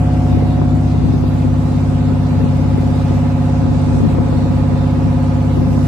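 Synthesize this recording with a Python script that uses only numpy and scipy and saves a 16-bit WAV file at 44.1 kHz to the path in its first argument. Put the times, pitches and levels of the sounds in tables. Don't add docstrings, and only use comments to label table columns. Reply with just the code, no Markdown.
import sys
import numpy as np
from scipy import signal
from scipy.fft import rfft, irfft, dct, next_fast_len
from scipy.io import wavfile
from scipy.ndimage import uniform_filter1d

SR = 44100
rng = np.random.default_rng(int(sys.argv[2]) if len(sys.argv) > 2 else 0)


def dump(signal):
    limited = np.clip(np.atleast_2d(signal).T, -1, 1)
    pcm = np.round(limited * 32767).astype(np.int16)
    wavfile.write(sys.argv[1], SR, pcm)


def volts(x):
    e = np.asarray(x, float) / 20
    return 10 ** e


N = 258867
PAD = next_fast_len(N)


def curves(table):
    s, *columns = np.transpose(table)
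    return [np.interp(np.arange(N) / SR, s, c) for c in columns]


def shape_db(table, hz):
    f, db = np.transpose(table)
    return np.interp(np.log(np.maximum(hz, 1)), np.log(f), db, left=-90, right=-90)


def coloured(db, count=1):
    spectrum = rfft(rng.standard_normal((count, PAD))) * volts(db)
    y = irfft(spectrum, PAD)[:, :N]
    return y / np.sqrt(np.mean(y ** 2))


def walk(rate):
    k = int(SR / rate)
    held = np.repeat(rng.standard_normal(N // k + 1), k)
    return 1.82 * uniform_filter1d(uniform_filter1d(held, k), k)[:N]


def bumps(when, size, length):
    t = np.arange(N) / SR
    return sum(a * np.exp(-.5 * ((t - s) / w) ** 2) for s, a, w in np.broadcast(when, size, length))


# time in seconds, engine cycles in Hz.
ENGINE_SPEED = [(0.0, 16.512), (0.49, 16.471), (0.98, 16.439), (1.47, 16.456), (1.96, 16.517),
                (2.45, 16.496), (2.93, 16.49), (3.42, 16.486), (3.91, 16.477), (4.4, 16.455),
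                (4.89, 16.496), (5.38, 16.451), (5.87, 16.411)]


def crank_position():
    return np.cumsum(curves(ENGINE_SPEED)[0]) / SR


def play(lines, crank, size=4096):
    cycle = irfft(lines, size) * size / np.sqrt(2)
    return np.interp(crank % 1, np.arange(size + 1) / size, np.append(cycle, cycle[0]))


# order of the cycle, cabin level in dB, deck left in dB,
# deck right in dB, lead of the left port in radians.
HULL_ORDERS = [(4.0, -20.0, -23.0, -25.0, 0.1), (6.0, -17.0, -18.0, -18.0, -0.2),
               (9.0, -19.0, -20.0, -19.0, -0.1), (10.0, -31.0, -31.0, -29.0, -0.3),
               (11.0, -29.0, -31.0, -28.0, -0.0), (15.0, -22.5, -21.0, -23.0, 0.3),
               (16.0, -26.0, -26.0, -28.0, -0.2), (17.0, -31.0, -32.0, -29.0, -1.5),
               (19.0, -33.0, -41.0, -41.0, -1.5), (20.0, -33.0, -39.0, -40.0, 0.1),
               (25.0, -45.0, -43.0, -43.0, -0.3)]
UPPER_PANEL_ORDERS = [ (32.0, -62.0, -40.0, -38.0, -0.4), (33.0, -36.0, -40.0, -33.0, -0.9),
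                      (39.0, -42.0, -50.0, -54.0, -0.5), (40.0, -43.0, -59.0, -50.0, 2.5),
                      (42.0, -53.0, -45.0, -43.0, 0.4), (43.0, -47.0, -43.0, -42.0, -0.1),
                      (44.0, -36.0, -38.5, -38.5, -0.4), (47.0, -47.0, -55.0, -63.0, -1.2),
                      (48.0, -47.0, -49.0, -56.0, 2.0), (50.0, -46.0, -67.0, -61.0, -0.5),
                      (51.0, -47.0, -44.0, -46.0, -0.2), (52.0, -43.0, -46.0, -37.0, 0.6),
                      (58.0, -47.0, -67.0, -43.0, -1.0), (59.0, -48.0, -49.0, -51.0, 0.1),
                      (60.0, -61.0, -59.0, -47.0, -1.3), (61.0, -68.0, -52.0, -47.0, 2.0),
                      (63.0, -53.0, -57.0, -47.0, 0.9), (66.0, -65.0, -64.0, -52.0, 1.3),
                      (70.0, -56.0, -55.0, -52.0, -0.5), (75.0, -60.0, -51.0, -49.0, 0.4),
                      (77.0, -55.0, -60.0, -53.0, -2.7)]
# frequency in Hz, level in dB.
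HULL_RESPONSE = [(16, -54), (33, -51), (50, -40.5), (82, -34.5), (132, -36.5), (165, -31.5), (200, -42),
                 (232, -43), (297, -60), (410, -51), (600, -55), (1000, -63.5), (1600, -64.5), (3000, -76)]
STRIKE_TIMES = [(4, .214), (6, .117), (9, .229), (11, .293), (15, .28), (16, .937), (17, .55), (20, .87),
                (33, .75), (44, .33), (52, .53), (999, .4)]
# time in seconds, share of the way from cabin to deck (0-1),
# upper panel level in dB.
PHONE_SWING = [(0, 0, -0.5), (.5, 0.16, 3.5), (.9, 0.24, 2), (1.1, 0.43, 4.5), (1.4, 0.55, 7),
               (1.8, 0.83, 0.5), (2.4, 1, -1), (3.2, 1, 0.5), (4, 0.94, 1.5), (4.8, 0.88, 3),
               (5.3, 0.82, 3.5), (5.87, 0.63, 6)]


def engine(crank, count=180, scatter_db=4.5, cabin_lag=2.78):
    k = np.arange(count)
    chance = rng.standard_normal((count, 6)).T
    scatter = scatter_db * np.minimum(k / 30, 1) * chance[:3]
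    cabin, left, right = shape_db(HULL_RESPONSE, k * ENGINE_SPEED[0][1]) + scatter
    lead = chance[3] * np.minimum(k / 40, 2)

    top, struck = np.transpose(STRIKE_TIMES)
    phase = -2 * np.pi * np.cumsum(struck[np.searchsorted(top, k)] * (k > 0))
    order, *heard = np.transpose(HULL_ORDERS + UPPER_PANEL_ORDERS)
    strong = order.astype(int)
    loose_phase = (k > 17) * (~np.isin(k, strong) | (k > 52))
    phase += 2 * chance[4] * loose_phase
    cabin[strong], left[strong], right[strong], lead[strong] = heard

    deck, upper_db = curves(PHONE_SWING)
    deck = np.clip(deck, 0, 1)
    upper = k > 26
    wobble = []
    for rate in (1.5, 9.):
        turn = rng.standard_normal(count) + 1j * rng.standard_normal(count)
        wobble.append((turn, walk(rate)))

    out = []
    for side, db in ((0.49, left), (-0.5, right)):
        indoors = volts(cabin) * np.exp(1j * (phase - cabin_lag * upper + 0.99 * side * lead))
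        outdoors = volts(db) * np.exp(1j * (phase + side * lead))
        port = 0
        for lines, share in ((indoors, 1 - deck), (outdoors, deck)):
            steady = play(lines * ~upper, crank) + volts(upper_db) * play(lines * upper, crank)
            loose = lines * np.where(upper, .08, .02)
            drift = sum(w * play(loose * z, crank) for z, w in wobble)
            port = port + share * (steady + drift)
        out.append(port)
    return np.array(out)


# frequency in Hz, density in dB per Hz.
CLATTER_SPECTRUM = [(250, -22), (330, -7), (450, -2), (600, -5), (800, -6.5), (1100, -10), (1500, -19.5),
                    (2200, -24.5)]


def clatter(crank, hz, db=-38, depth=0.22, at=0.72, alike=1.0):
    gate = np.exp(depth * np.cos(2 * np.pi * (crank - at)))
    noise = coloured(shape_db(CLATTER_SPECTRUM, hz), count=3)
    return volts(db) * gate * (alike * noise[0] + noise[1:])


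# time in seconds, level in dB.
WASH_SWELL = [(0, -40), (.45, -42), (1.35, -41.5), (1.75, -41.5), (2.2, -41.5), (2.45, -40.5),
              (2.95, -40.5), (4.63, -40.5), (5.2, -40.5), (5.67, -41), (5.87, -39)]
# frequency in Hz, density in dB per Hz.
WASH_SPECTRUM = [(760, -32), (1300, -3.5), (1710, -14), (2530, -10), (3170, -15), (3670, -13),
                 (6540, -20.5), (7360, -20.5), (9040, -25), (10200, -31), (12200, -27.5), (13100, -35),
                 (13500, -80)]
# frequency in Hz, left minus right in dB.
PORT_DIFFERENCE = [(300, -2), (1000, -6.5), (2500, 0.5), (6000, -0.5), (8500, 5), (10500, 4.5), (13000, -6)]
# time in seconds, lift in dB, length in seconds.
SPRAY_BURSTS = [
    (.32, 0.5, .03),
    (.65, 0.5, .04),
    (1.91, 3, 0.03),
    (2.904, 1, 0.18),
    (3.964, 2, 0.096),
    (5.82, 3, 0.09),
]


def wash(hz, db=0.5, fizz_db=0.72, hold=0.37):
    level_db = curves(WASH_SWELL)[0]
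    spray_db = bumps(*np.transpose(SPRAY_BURSTS)) - hold * level_db
    balance = np.interp(hz, *np.transpose(PORT_DIFFERENCE))
    colour = shape_db(WASH_SPECTRUM, hz) + np.array([balance, -balance]) / 2
    noise = rfft(coloured(colour, count=2), PAD)
    edges = 600 * 2 ** np.arange(0, 5.1, .5)
    out = 0
    for lo, hi in zip(edges, edges[1:]):
        band = irfft(noise * ((hz >= lo) & (hz < hi)), PAD)[:, :N]
        fine = np.clip(np.log2(hi / 4800), 0, 1)
        fizz = spray_db - np.mean(spray_db) + fizz_db * walk(150)
        swell = .8 * walk(14) + fine * fizz
        out = out + volts(swell) * band
    return volts(level_db + db) * out


# time in seconds, left level in dB, right level in dB.
PORT_BREEZE = [(0, -23.5, -39), (.3, -18, -16), (.75, -21.5, -37.5), (1.4, -18.5, -31.5), (2.1, -22, -25.5),
               (2.6, -17, -26.5), (3.25, -30, -21.5), (3.7, -20, -19), (4.4, -24.5, -18), (5.15, -24, -22),
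               (5.87, -19, -30.5)]


def gust_db(breeze_db, eddies, puff_db=-1, puff_s=0.054, late_s=0.038):
    s, level_db, _ = np.transpose(eddies)
    puffs = bumps(s + late_s, volts(level_db + puff_db) ** 2, puff_s)
    return 10 * np.log10(volts(breeze_db) ** 2 + puffs)


# frequency in Hz, density in dB per Hz.
WIND_SPECTRUM = [(20, -26), (40, -10), (60, -3), (120, -5), (200, -4), (270, -5), (350, -17), (500, -30),
                 (800, -42), (1200, -54)]


def wind(hz, db=-3, flutter_db=2.0, top_flutter_db=2.0, follow=1.31):
    out = []
    for gust in map(gust_db, curves(PORT_BREEZE), (LEFT_EDDIES, RIGHT_EDDIES)):
        noise = coloured(shape_db(WIND_SPECTRUM, hz))[0]
        low = signal.sosfilt(signal.butter(2, 220, fs=SR, output="sos"), noise)
        lift_db = (follow - 1) * (gust - np.mean(gust))
        flutter = walk(21.99)
        body = volts(flutter_db * flutter) * low
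        edge = volts(lift_db + top_flutter_db * (flutter + walk(60))) * (noise - low)
        out.append(volts(gust + db) * (body + edge))
    return np.array(out)


# start in seconds, level in dB, sharpness in dB.
LEFT_EDDIES = [(0.617, -15, -7), (0.948, -22, -20), (1.041, -20, -20), (1.138, -17, -21), (1.24, -18, -11),
               (1.451, -21, -17), (1.706, -21, -19), (1.823, -22, -20), (2.122, -21, -16),
               (2.403, -19, -16), (2.442, -18, -22), (2.782, -15, -19), (2.834, -21, -15),
               (2.966, -21, -15), (3.109, -17, -18), (3.641, -23, -14), (3.886, -22, -17),
               (3.947, -19, -21), (4.005, -18, -22), (4.037, -18, -16), (4.15, -18, -16), (4.185, -13, -11),
               (4.328, -17, -9), (4.457, -21, -20), (4.735, -20, -19), (4.978, -21, -15), (5.576, -14, -15),
               (5.65, -21, -19)]
RIGHT_EDDIES = [
    (0.008, -25, -15),
    (0.259, -25, -18),
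    (0.372, -20, -18),
    (0.425, -17, -20),
    (0.589, -24, -14),
    (3.496, -25, -16),
    (4.063, -24, -15),
    (5.752, -24, -17),
    (5.778, -18, -8),
    (5.842, -25, -9),
]


def slaps(table, db=9, sharp_db=3, spread_s=.012, count=3):
    dull, sharp = np.zeros((2, N))
    for s, level_db, rel_db in table:
        when, size = rng.standard_normal((2, count))
        times = s + spread_s * np.abs(when) * np.arange(count) / count
        i = np.clip((times * SR).astype(int), 0, N - 1)
        size = np.sign(size) * .5 ** np.arange(count) * volts(level_db + db)
        dull[i] += size
        sharp[i] += size * volts(rel_db + sharp_db)
    out = 0
    for steps, band in ((dull, [150, 470]), (sharp, [470, 1250])):
        ring = signal.butter(2, band, "band", fs=SR, output="sos")
        out = out + signal.sosfiltfilt(ring, steps) * SR / (2 * np.ptp(band))
    return out


def patches(count, size, frames, bins):
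    field = rng.standard_normal((2, count // frames + 1, size // bins))
    return field.repeat(frames, axis=1).repeat(bins, axis=2)[:, :count]


# frequency in Hz, chance bar in spreads (higher = more gaps).
TREBLE_GAPS = [(900, -3), (1400, -2.2), (2600, -1.4), (4700, -1.0), (9200, -1.1), (9700, -.1),
               (11000, -.55), (12700, -.5), (13000, .6), (13200, 5), (22050, 5)]


def thin(x, size=1024, start=500):
    h, count = size // 2, N // size + 3
    window = np.sin(np.pi * (np.arange(2 * size) + .5) / (2 * size))
    mid_side = np.array([x[0] + x[1], x[0] - x[1]]) / 2
    padded = np.pad(mid_side, ((0, 0), (2 * size - start, 3 * size)))
    f = padded[:, np.arange(count)[:, None] * size + np.arange(2 * size)] * window
    a, b, c, d = f[..., :h], f[..., h:size], f[..., size:3 * h], f[..., 3 * h:]
    folds = np.concatenate([-c[..., ::-1] - d, a - b[..., ::-1]], axis=-1)
    lines = dct(folds, type=4, norm="ortho")

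    wide = np.where(np.arange(size) > 440, .75, .35)
    streaks = .5 * patches(count, size, 4, 2) + .85 * patches(count, size, 3, 8)
    chance = np.sqrt(1 - wide ** 2) * streaks + wide * patches(count, size, 2, 32)
    uneven = volts((2.3 * patches(count, size, 3, 2) - .6) * (np.arange(size) > 80))
    line_hz = (np.arange(size) + .5) * SR / 2 / size
    bar = np.interp(line_hz, *np.transpose(TREBLE_GAPS), left=-9)

    folded = dct(lines * uneven * (chance > bar), type=4, norm="ortho")
    u, v = folded[..., :h], folded[..., h:]
    first = np.concatenate([v, -v[..., ::-1]], axis=-1) * window[:size]
    second = np.concatenate([-u[..., ::-1], -u], axis=-1) * window[size:]
    mid, side = (first[:, 1:] + second[:, :-1]).reshape(2, -1)[:, size - start:][:, :N]
    return np.array([mid + side, mid - side])


def scene():
    crank = crank_position()
    hz = np.arange(PAD // 2 + 1) * SR / PAD
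    buffets = wind(hz) + np.array([slaps(LEFT_EDDIES), slaps(RIGHT_EDDIES)])
    return engine(crank) + clatter(crank, hz) + wash(hz) + buffets


def roll_off(x):
    return signal.sosfilt(signal.butter(12, 14060, fs=SR, output="sos"), x)


def record(dry):
    rounded = np.clip(np.tanh(0.72 * dry) / 0.69, -.92, .92)
    mix = thin(rounded)
    return roll_off(mix)


dry = scene()
out = record(dry)
dump(out)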